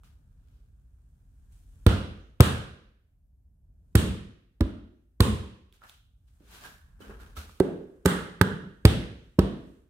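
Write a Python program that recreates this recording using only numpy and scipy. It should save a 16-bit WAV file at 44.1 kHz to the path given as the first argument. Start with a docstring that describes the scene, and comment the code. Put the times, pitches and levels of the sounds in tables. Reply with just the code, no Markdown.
"""A bare garage, a stereo microphone close to a car. A few faint scuffs sound over a low rumble.
From 1.9 s a flat hand slaps the door windows five times: each pane knocks and booms in its modes,
skin and a finger ring crack on the glass, and the garage rings on. From 5.7 s shoes scuff, tick
and thud on the concrete. From 7.6 s three slaps knock on the small rear pane, and from 8.85 s
two more land on a door pane while clothes rustle faintly."""
import sys
import numpy as np
from scipy import signal
from scipy.fft import rfft, irfft
from scipy.io import wavfile
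from scipy.ndimage import uniform_filter1d

SR = 44100
rng = np.random.default_rng(int(sys.argv[2]) if len(sys.argv) > 2 else 0)


def wav_out(sig):
    """Save sig, one row per channel (or a flat mono array), as 16-bit PCM at SR to the path in sys.argv[1]."""
    wavfile.write(sys.argv[1], SR, np.round(np.clip(np.atleast_2d(sig).T, -1, 1) * 32767).astype(np.int16))


N = 436149
LEAD_S = .005   # fingers may land this long before the palm

# Slaps, close up: (pane, time [s], contact [s], knock [dB], boom [dB], clap [dB], crack [dB],
# bright crack [dB], boom pitch [ratio], mode pitch [ratio], knock tilt [dB/octave], crack delay [s],
# treble left-right [dB], free swing [s], cupped palm [Hz], cupped palm [dB],
# bass to garage [dB], treble to garage [dB])
SLAPS = [("door", 1.864, .0008, -11, -10.5, -28, -8.5, -18.5, 1.05, 1.03, 1.3, .00078, -11.5, .035, 350, -30.5, 1.5, 8.3),
         ("door", 2.402, 0.0011, -8.5, -8, -22, 0, -4, 1.32, 1.07, 2.2, .003, 6.9, 0.019, 540, -19.5, -1.5, 3.5),
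         ("door", 3.9516, .0012, -12, -13, -30.5, -5, -8, 1.132, 0.98, -3.5, .0015, -9, 0.041, 1300, -25.5, 4.7, 5.6),
         ("door", 4.609, .0009, -18.5, -18, -36, -17, -27.5, 0.92, 1.21, -7.5, -0.0013, -7.5, 0.047, 335, -17, -3, -1.2),
         ("door", 5.203, 0.0015, -12, -13, -28.5, -5, -8.5, 1.1, 1.05, -3, .0015, -7.5, 0.032, 1072, -15.5, 4.3, 5.3),
         ("rear", 7.6024, .0024, -13.5, -34, -32, -21, -25.5, 0.77, 1.034, 2.2, -.0025, -13.5, .034, 385, -4.5, .13, 0.7),
         ("rear", 8.056, 0.0025, -6, -17.5, -23.5, -7.5, -9.5, .83, 1.02, .15, 0.0027, -11, 0.025, 1700, -20, 1, 6.8),
         ("rear", 8.411, 0.00053, -12, -14.5, -22.5, -8.5, -16, 1.02, 1.02, -4, .002, -18, .023, 1616, -11.5, .42, 0.12),
         ("door", 8.850, 0.00078, -7.5, -9.5, -21.5, 1.6, -6.5, 1.15, .92, 0.96, 0.0019, -6, 0.036, 3200, -37.5, -0.93, -0.19),
         ("door", 9.388, 0.00072, -9.5, -20.5, -26.5, -10.5, -21.5, 0.894, .95, -6, .0028, -7.5, 0.071, 385, -15, -1.9, -.2)]
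def slap(pane, contact, knock_db, boom_db, clap_db, crack_db, bright_db, boom_pitch, pitch, tilt_db,
         delay, pan_db, free, cup_hz, cup_db, bass_sent_db, treble_sent_db):
    """A hand hits the glass; returns the stereo sound at the microphone and the feed to the garage."""
    t = np.arange(SR // 3) / SR - LEAD_S
    bass, clap = pane_modes(t, pane, contact, knock_db, boom_db, clap_db,
                            boom_pitch, pitch, tilt_db, delay, free)
    ring, skin, smooth_skin = hand_crack(np.maximum(t - delay, 0), crack_db, bright_db)
    # the pocket of air under the cupped palm rings for 24 cycles
    cup = from_db(cup_db) * ringing(t - max(delay, .0024), cup_hz, t60=24 / cup_hz)
    cup_pan_db = pan_db * min(cup_hz / 1200, 1)   # leans fully to one side only above 1200 Hz
    treble = clap + ring + skin
    treble = np.array([np.roll(treble, 6), treble])   # reaches the microphone's left side later
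    direct = bass * pan(-1.2) + treble * pan(pan_db) + cup * pan(cup_pan_db)
    sent = bass * from_db(bass_sent_db) + (clap + ring + cup + smooth_skin) * from_db(treble_sent_db)
    return direct, sent


# Modes of a door pane and the rear pane, before each slap shifts them:
# (frequency [Hz], level [dB], t60 [s])
DOOR_MODES = [(62.4, -0.5, 0.62), (86.4, 7, 0.14), (107.6, -19, 0.05), (196, -3, 0.11), (255, -0.5, 0.049),
              (292, -6, 0.071), (349.3, -5.5, 0.11), (455, -6.5, 0.11), (536, -18.5, 0.092),
              (670, 2.5, 0.035), (828, -10.5, 0.21), (990, 1, 0.036), (1185, 2, 0.035), (1364, -8, 0.11),
              (1755, -9.5, .05)]
REAR_MODES = [(98, 4.5, 0.11), (179.3, -3.5, 0.15), (271, 2, 0.045), (378.6, 1.5, 0.059), (510, -13, 0.12),
              (604, -27, 0.066), (739, -28, 0.21), (854, 2.5, 0.038), (990, -19, 0.18), (1200, 2.5, 0.028),
              (1270, -8.5, 0.048), (1510, -11.5, 0.11), (1930, -15.5, 0.076)]
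def pane_modes(t, pane, contact, knock_db, boom_db, clap_db, boom_pitch, pitch, tilt_db, delay, free):
    """The glass gives way with a knock, then swings back and booms; its high modes clap."""
    modes = DOOR_MODES if pane == "door" else REAR_MODES
    bass, clap = np.zeros((2, len(t)))
    pressed = .15 + .8 / (1 + (np.maximum(t, 0) / free) ** 6)   # the settling palm damps the boom
    for (hz, db, t60), (jitter_db, wait, coin) in zip(modes, rng.random((len(modes), 3))):
        if hz < 150:
            bass += from_db(boom_db + db) * ringing(t - .0016, hz * boom_pitch, t60) * pressed
        elif hz < 600:   # the knock starts inward, and the palm shortens it
            gain = from_db(knock_db + db + tilt_db * np.log2(hz / 300))
            bass -= gain * ringing(t, hz * pitch, t60 * .77)
        else:   # fingers land a moment apart from the heel of the hand
            gain = from_db(clap_db + db + jitter_db) * np.sign(coin - .5)
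            clap += gain * ringing(t - delay * wait, hz * pitch, t60)
    bass *= 1 - np.exp(-np.maximum(t, 0) / contact)   # the palm flattens before it pushes fully
    return low_cut(bass, hz=50, order=2), clap   # a pane pushes little air below this


# Skin striking glass: (frequency [Hz], level [dB])
SKIN_SPECTRUM = [(900, -21.5), (1500, -1.5), (2500, -6), (4000, -5.5), (6000, -13), (8500, -5),
                 (11000, -5.5), (15500, -11.5), (16600, -20)]
def hand_crack(t, crack_db, bright_db):
    """A finger ring pings and skin cracks; returns ping, crack and a smooth click of the same colour."""
    ring = from_db(bright_db - 16) * ringing(t - .001, hz=8400, t60=.012)
    burst = (1 - np.exp(-t / .0004)) * (from_db(-60 * t / .018) + .1 * from_db(-60 * t / .07))
    hz = np.maximum(np.fft.rfftfreq(len(t), 1 / SR), 1)
    colour = from_db(at_hz(SKIN_SPECTRUM, hz) + np.where(hz < 6000, crack_db, bright_db))
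    skin = irfft(rfft(rng.standard_normal(len(t))) * colour, len(t)) * burst
    smooth_skin = np.roll(irfft(colour, len(t)), np.argmax(burst)) * np.sqrt(np.sum(burst ** 2))
    return ring, skin, smooth_skin


# Fingertips on the window: (time [s], level [dB], pitch [Hz], snap relative to tone [dB])
FINGERTIPS = [(2.399, -37.5, 3200, -13), (3.949, -27.5, 259.7, -25.5), (4.6056, -16, 345, -27.5),
              (5.199, -34.5, 299, -16.5), (8.051, -27.5, 300, -7), (8.055, -27.5, 1520, 5.5),
              (8.848, -29.5, 279, -18.5), (9.384, -36, 283, -30.5)]
def fingertips():
    """The glass gives way softly under the fingertips just before the palm lands."""
    out, t = np.zeros((2, N)), np.arange(SR // 3) / SR
    for s, db, hz, snap_db in FINGERTIPS:
        snap = rng.standard_normal(len(t)) * from_db(snap_db - 60 * t / .008)
        touch = (snap - ringing(t, hz, t60=.015)) * (1 - np.exp(-t / .001))
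        add(out, s, touch * from_db(db) * pan(-2.5))
    return out


# Decay of the bare garage: (frequency [Hz], t60 [s])
GARAGE_T60 = [(50, 0.53), (130, 0.57), (350, 0.68), (920, 0.58), (1600, 0.65), (2400, .7), (3400, 0.62),
              (5000, .66), (8000, 0.47), (11000, 0.5), (15000, .33)]
# Colour of its echoes: (frequency [Hz], level [dB])
GARAGE_COLOUR = [(40, -15), (90, -15.5), (200, -6.5), (350, -10), (550, -6.5), (800, -7.5), (1150, -7),
                 (1550, -4), (1850, -6), (2250, -9), (2750, -3.5), (3500, -3), (4200, -9), (5000, -12.5),
                 (6500, -8), (8500, -6.5), (11000, -18), (15000, -13)]
# Their balance at the microphone: (frequency [Hz], left-right [dB])
GARAGE_BALANCE = [(200, -0.8), (700, -.5), (1300, -4.5), (2400, -1), (4400, 0)]
def garage(sent):
    """The diffuse field: each band stores energy and lets it go at its own rate as dense echoes."""
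    out, edges_hz = 0, 35 * 2 ** np.arange(0, 9.05, .18)
    whites = [stereo_noise([(20, 0), (20000, 0)]) for _ in range(2)]
    rise, wall_delay = np.exp(-1 / (.012 * SR)), round(.007 * SR)
    for k, (low, high) in enumerate(zip(edges_hz, edges_hz[1:])):
        band = signal.butter(2, [low, high], "band", fs=SR, output="sos")
        hz = np.sqrt(low * high)
        decay = from_db(-120 / (at_hz(GARAGE_T60, hz) * SR))
        energy = signal.sosfilt(band, sent) ** 2
        stored = signal.lfilter([1 - rise], np.convolve([1, -decay], [1, -rise]), energy)
        envelope = np.sqrt(np.abs(np.roll(stored, wall_delay)))
        echoes = rms_one(signal.sosfilt(band, whites[k % 2]))
        gain = from_db(at_hz(GARAGE_COLOUR, hz) - 32) * pan(at_hz(GARAGE_BALANCE, hz))
        out = out + gain * envelope * echoes
    return out


# Heels on the floor by the car: (time [s], level [dB], pitch [Hz], t60 [s])
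HEELS = [(6.999, -38, 90, 0.13), (7.08, -38, 75, 0.15), (7.365, -21, 74, 0.16)]
def heel_thuds():
    """Each heel lands with a soft, low thud."""
    out, t = np.zeros((2, N)), np.arange(SR // 3) / SR
    for s, db, hz, t60 in HEELS:
        add(out, s, from_db(db) * ringing(t, hz, t60) * (1 - np.exp(-t / .015)) ** 2)
    return out


# Ticks underfoot, right of the microphone:
# (time [s], level [dB], pitch [Hz], t60 [s], left-right [dB], snap relative to tone [dB])
SOLE_TICKS = [(.035, -52, 1310, 0.0091, -7, -5), (1.523, -67, 6500, .004, -3, 0),
              (5.726, -48, 3470, 0.0056, -5, -10), (5.819, -46.5, 1360, 0.032, -6, -15),
              (5.896, -38, 3530, 0.0053, -6, -6), (6.406, -46.5, 300, 0.023, -5, -25),
              (6.647, -47, 1620, 0.15, -13, -44), (7.005, -41.5, 410, 0.013, -11, -17),
              (7.018, -54, 3010, 0.13, -6, -25), (7.096, -40, 437, 0.031, -8, -25),
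              (7.199, -53.5, 1420, 0.063, -15, -21), (7.367, -40.5, 1313, 0.065, -13, -12),
              (7.495, -44, 1260, 0.0082, -12, -21)]
def sole_ticks():
    """Grit ticks and rubber squeaks on concrete: a snap of noise and a short tone."""
    out, t = np.zeros((2, N)), np.arange(SR // 3) / SR
    for s, db, hz, t60, pan_db, snap_db in SOLE_TICKS:
        snap = rng.standard_normal(len(t)) * from_db(snap_db - 60 * t / .006)
        add(out, s, (ringing(t, hz, t60) + snap) * from_db(db) * pan(pan_db))
    return out


# Shoe and sleeve scuffs: (peak time [s], rise [s], t60 [s], scrape [dB], hiss [dB], drag [dB])
SCUFFS = [(.045, .01, 0.44, -70, -66, -74), (.56, 0.26, 0.74, -88, -79, -77),
          (1.74, 0.032, .6, -82, -88, -75), (5.738, 0.014, 0.45, -72, -67.5, -82),
          (5.838, 0.016, 0.27, -52, -63.5, -71), (5.896, 0.05, 0.42, -63.5, -58, -76),
          (6.28, .01, .3, -82, -76, -88), (6.41, .008, 0.66, -79, -87, -61),
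          (6.55, 0.076, 0.76, -55, -52.5, -62), (6.655, 0.053, 0.42, -49.5, -50.5, -56),
          (7.012, .012, 0.81, -54.5, -59.5, -50.5), (7.1, 0.0093, 0.34, -50, -65, -47.5),
          (7.207, 0.017, 0.62, -55.5, -60, -55), (7.372, 0.011, 0.45, -48.5, -46, -49.5),
          (7.5, .02, 0.98, -71, -62.5, -66)]
# Faint rustle of clothes: (time [s], bright level [dB], dull level [dB])
CLOTHES = [(0, -84, -85), (.3, -86, -86), (.6, -88, -83), (.7, -87, -88), (1.3, -83.5, -88),
           (1.51, -79, -85), (1.525, -70, -89), (1.65, -75, -91), (1.85, -74.5, -82), (2.4, -90, -90.5),
           (3.1, -105, -104), (3.6, -103, -100), (3.93, -86, -91), (4.3, -100, -100), (6.2, -91, -97.5),
           (6.35, -78, -86), (6.9, -82.5, -76), (9.4, -82.5, -83.5), (9.7, -75.5, -79),
           (9.89, -87.5, -84.5)]
# Spectra of the three scuff layers and the bright rustle: (frequency [Hz], level [dB])
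SCRAPE_SPECTRUM = [(350, -37.5), (600, -7.5), (658, -8), (1480, -3), (1610, -2), (2080, -17), (2600, -14.5),
                   (3380, -40), (5720, -120)]
HISS_SPECTRUM = [(1180, -32.5), (2000, -5.5), (3030, -3), (3950, -4), (4550, -7), (12300, -12.5),
                 (15900, -16.5), (16500, -44)]
DRAG_SPECTRUM = [(110, -29.5), (180, 1.5), (328, -9), (381, -7), (421, -4), (620, -16), (810, -37.5),
                 (1360, -120)]
CLOTHES_SPECTRUM = [(410, -33), (700, -2), (1060, -5), (1140, -3.5), (1560, -1), (2000, -5.5), (3240, -4),
                    (4610, -7.5), (8420, -1.5), (15200, -11), (16000, -13.5)]
def scuffs_and_rustle():
    """Soles drag on gritty concrete in grainy swells of scrape, hiss and dull drag; clothes rustle."""
    t, levels = np.arange(N) / SR, np.zeros((3, N))
    swell_db = 14.5
    for s, rise, t60, *layers_db in SCUFFS:
        span = slice(max(round((s - 2 * rise) * SR), 0), round((s + t60) * SR))
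        from_peak = t[span] - s
        shape_db = np.where(from_peak < 0, swell_db * from_peak / rise, -60 * from_peak / t60)
        levels[:, span] = np.hypot(levels[:, span], from_db(shape_db + np.array(layers_db)[:, None]))
    scrape, hiss, drag = levels
    grain = rms_one(uniform_filter1d(rng.exponential(1, N) ** 3, size=60) + 14)
    bright, dull = from_db(in_time(CLOTHES))
    friction = bright * stereo_noise(CLOTHES_SPECTRUM)
    friction += np.hypot(scrape, dull) * stereo_noise(SCRAPE_SPECTRUM)
    friction += hiss * stereo_noise(HISS_SPECTRUM)
    friction += drag * stereo_noise(DRAG_SPECTRUM)
    return grain * friction


# Background rumble in the garage: (time [s], level [dB])
RUMBLE_LEVEL = [(0, -52), (.6, -54.5), (1.0, -55.5), (1.8, -51), (3.0, -62.5), (3.9, -53), (4.5, -63),
                (5.1, -62.5), (5.7, -62), (6.3, -59), (6.7, -56), (7.2, -48.5), (7.6, -61), (8.8, -56.5),
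                (9.89, -63.5)]
# Its spectrum: (frequency [Hz], level [dB])
RUMBLE_SPECTRUM = [(12, -40), (20, -16), (38, -1.5), (59, 1.5), (86, -9.5), (123, -13.5), (249, -30),
                   (279, -25.5), (298, -36), (1000, -51), (1300, -78.5), (2200, -120)]
def rumble():
    """Deep noise slowly swells and sinks."""
    return from_db(in_time(RUMBLE_LEVEL)[0]) * stereo_noise(RUMBLE_SPECTRUM)


# The microphone's noise floor: (frequency [Hz], level [dB])
FLOOR_SPECTRUM = [(350, -44.5), (600, -5), (680, 1.5), (948, -12), (4070, -17.5), (13600, -11),
                  (16500, -19.5)]
def self_noise():
    """The microphone adds a faint, steady hiss of its own."""
    return from_db(-91) * stereo_noise(FLOOR_SPECTRUM)


# Likeness of the microphone's two sides: (frequency [Hz], correlation [-1 to 1])
STEREO_LIKENESS = [(60, 0.98), (200, .9), (500, 0.59), (1200, -0.088), (3000, -.1), (8000, .05),
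                   (15000, 0.36)]
def stereo_noise(spectrum):
    """Coloured noise whose two sides are alike in the bass and mostly unrelated in the treble; rms 1."""
    hz = np.maximum(np.fft.rfftfreq(N, 1 / SR), 1)
    mid, side = rfft(rng.standard_normal((2, N)))
    alike = at_hz(STEREO_LIKENESS, hz)
    both = np.sqrt(1 + alike) * mid + np.sqrt(1 - alike) * side * [[1], [-1]]
    return rms_one(irfft(both * from_db(at_hz(spectrum, hz)), N))


def from_db(db):
    """Decibels to gain."""
    return 10 ** (np.asarray(db) / 20)


def pan(db):
    """Stereo gains with the left side db above the right."""
    return from_db([[db / 2], [-db / 2]])


def rms_one(x):
    """Scaled to rms 1."""
    return x / np.sqrt(np.mean(x ** 2) + 1e-20)


def at_hz(points, hz):
    """A table over frequency, read on a log axis."""
    frequencies, values = np.transpose(points)
    return np.interp(np.log(hz), np.log(frequencies), values)


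def in_time(rows):
    """Columns of a curve at every sample."""
    s, *columns = np.transpose(rows)
    return [np.interp(np.arange(N) / SR, s, c) for c in columns]


def ringing(t, hz, t60):
    """A damped sine that starts at t = 0."""
    t = np.maximum(t, 0)
    return np.sin(2 * np.pi * hz * t) * from_db(-60 * t / t60)


def low_cut(x, hz, order):
    """Rolls off the bass below hz."""
    return signal.sosfilt(signal.butter(order, hz, "high", fs=SR, output="sos"), x)


def add(track, s, sound):
    """Mixes a sound into the track at s seconds."""
    i = round(s * SR)
    track[..., i:i + sound.shape[-1]] += sound[..., :N - i]


def scene():
    """Slaps and steps close by, the garage's echoes around them, scuffs and low noise behind."""
    near = sole_ticks() + fingertips() + heel_thuds()
    sent = near.mean(0) + 1e-9
    for pane, s, *blow in SLAPS:
        direct, to_garage = slap(pane, *blow)
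        add(near, s - LEAD_S, direct)
        add(sent, s - LEAD_S, to_garage)
    return near + rumble() + garage(sent) + scuffs_and_rustle() + self_noise()


def record(dry):
    """The deepest bass is dropped, peaks are rounded and clipped, treble above 16.7 kHz is cut."""
    overload, cutoff_hz = 3.4, 16700
    rounded = overload * np.tanh(low_cut(dry, hz=36, order=3) / overload)
    treble_cut = signal.cheby2(14, 70, cutoff_hz, fs=SR, output="sos")
    return signal.sosfilt(treble_cut, np.clip(rounded, -.93, .93))


dry = scene()
out = record(dry)
wav_out(out)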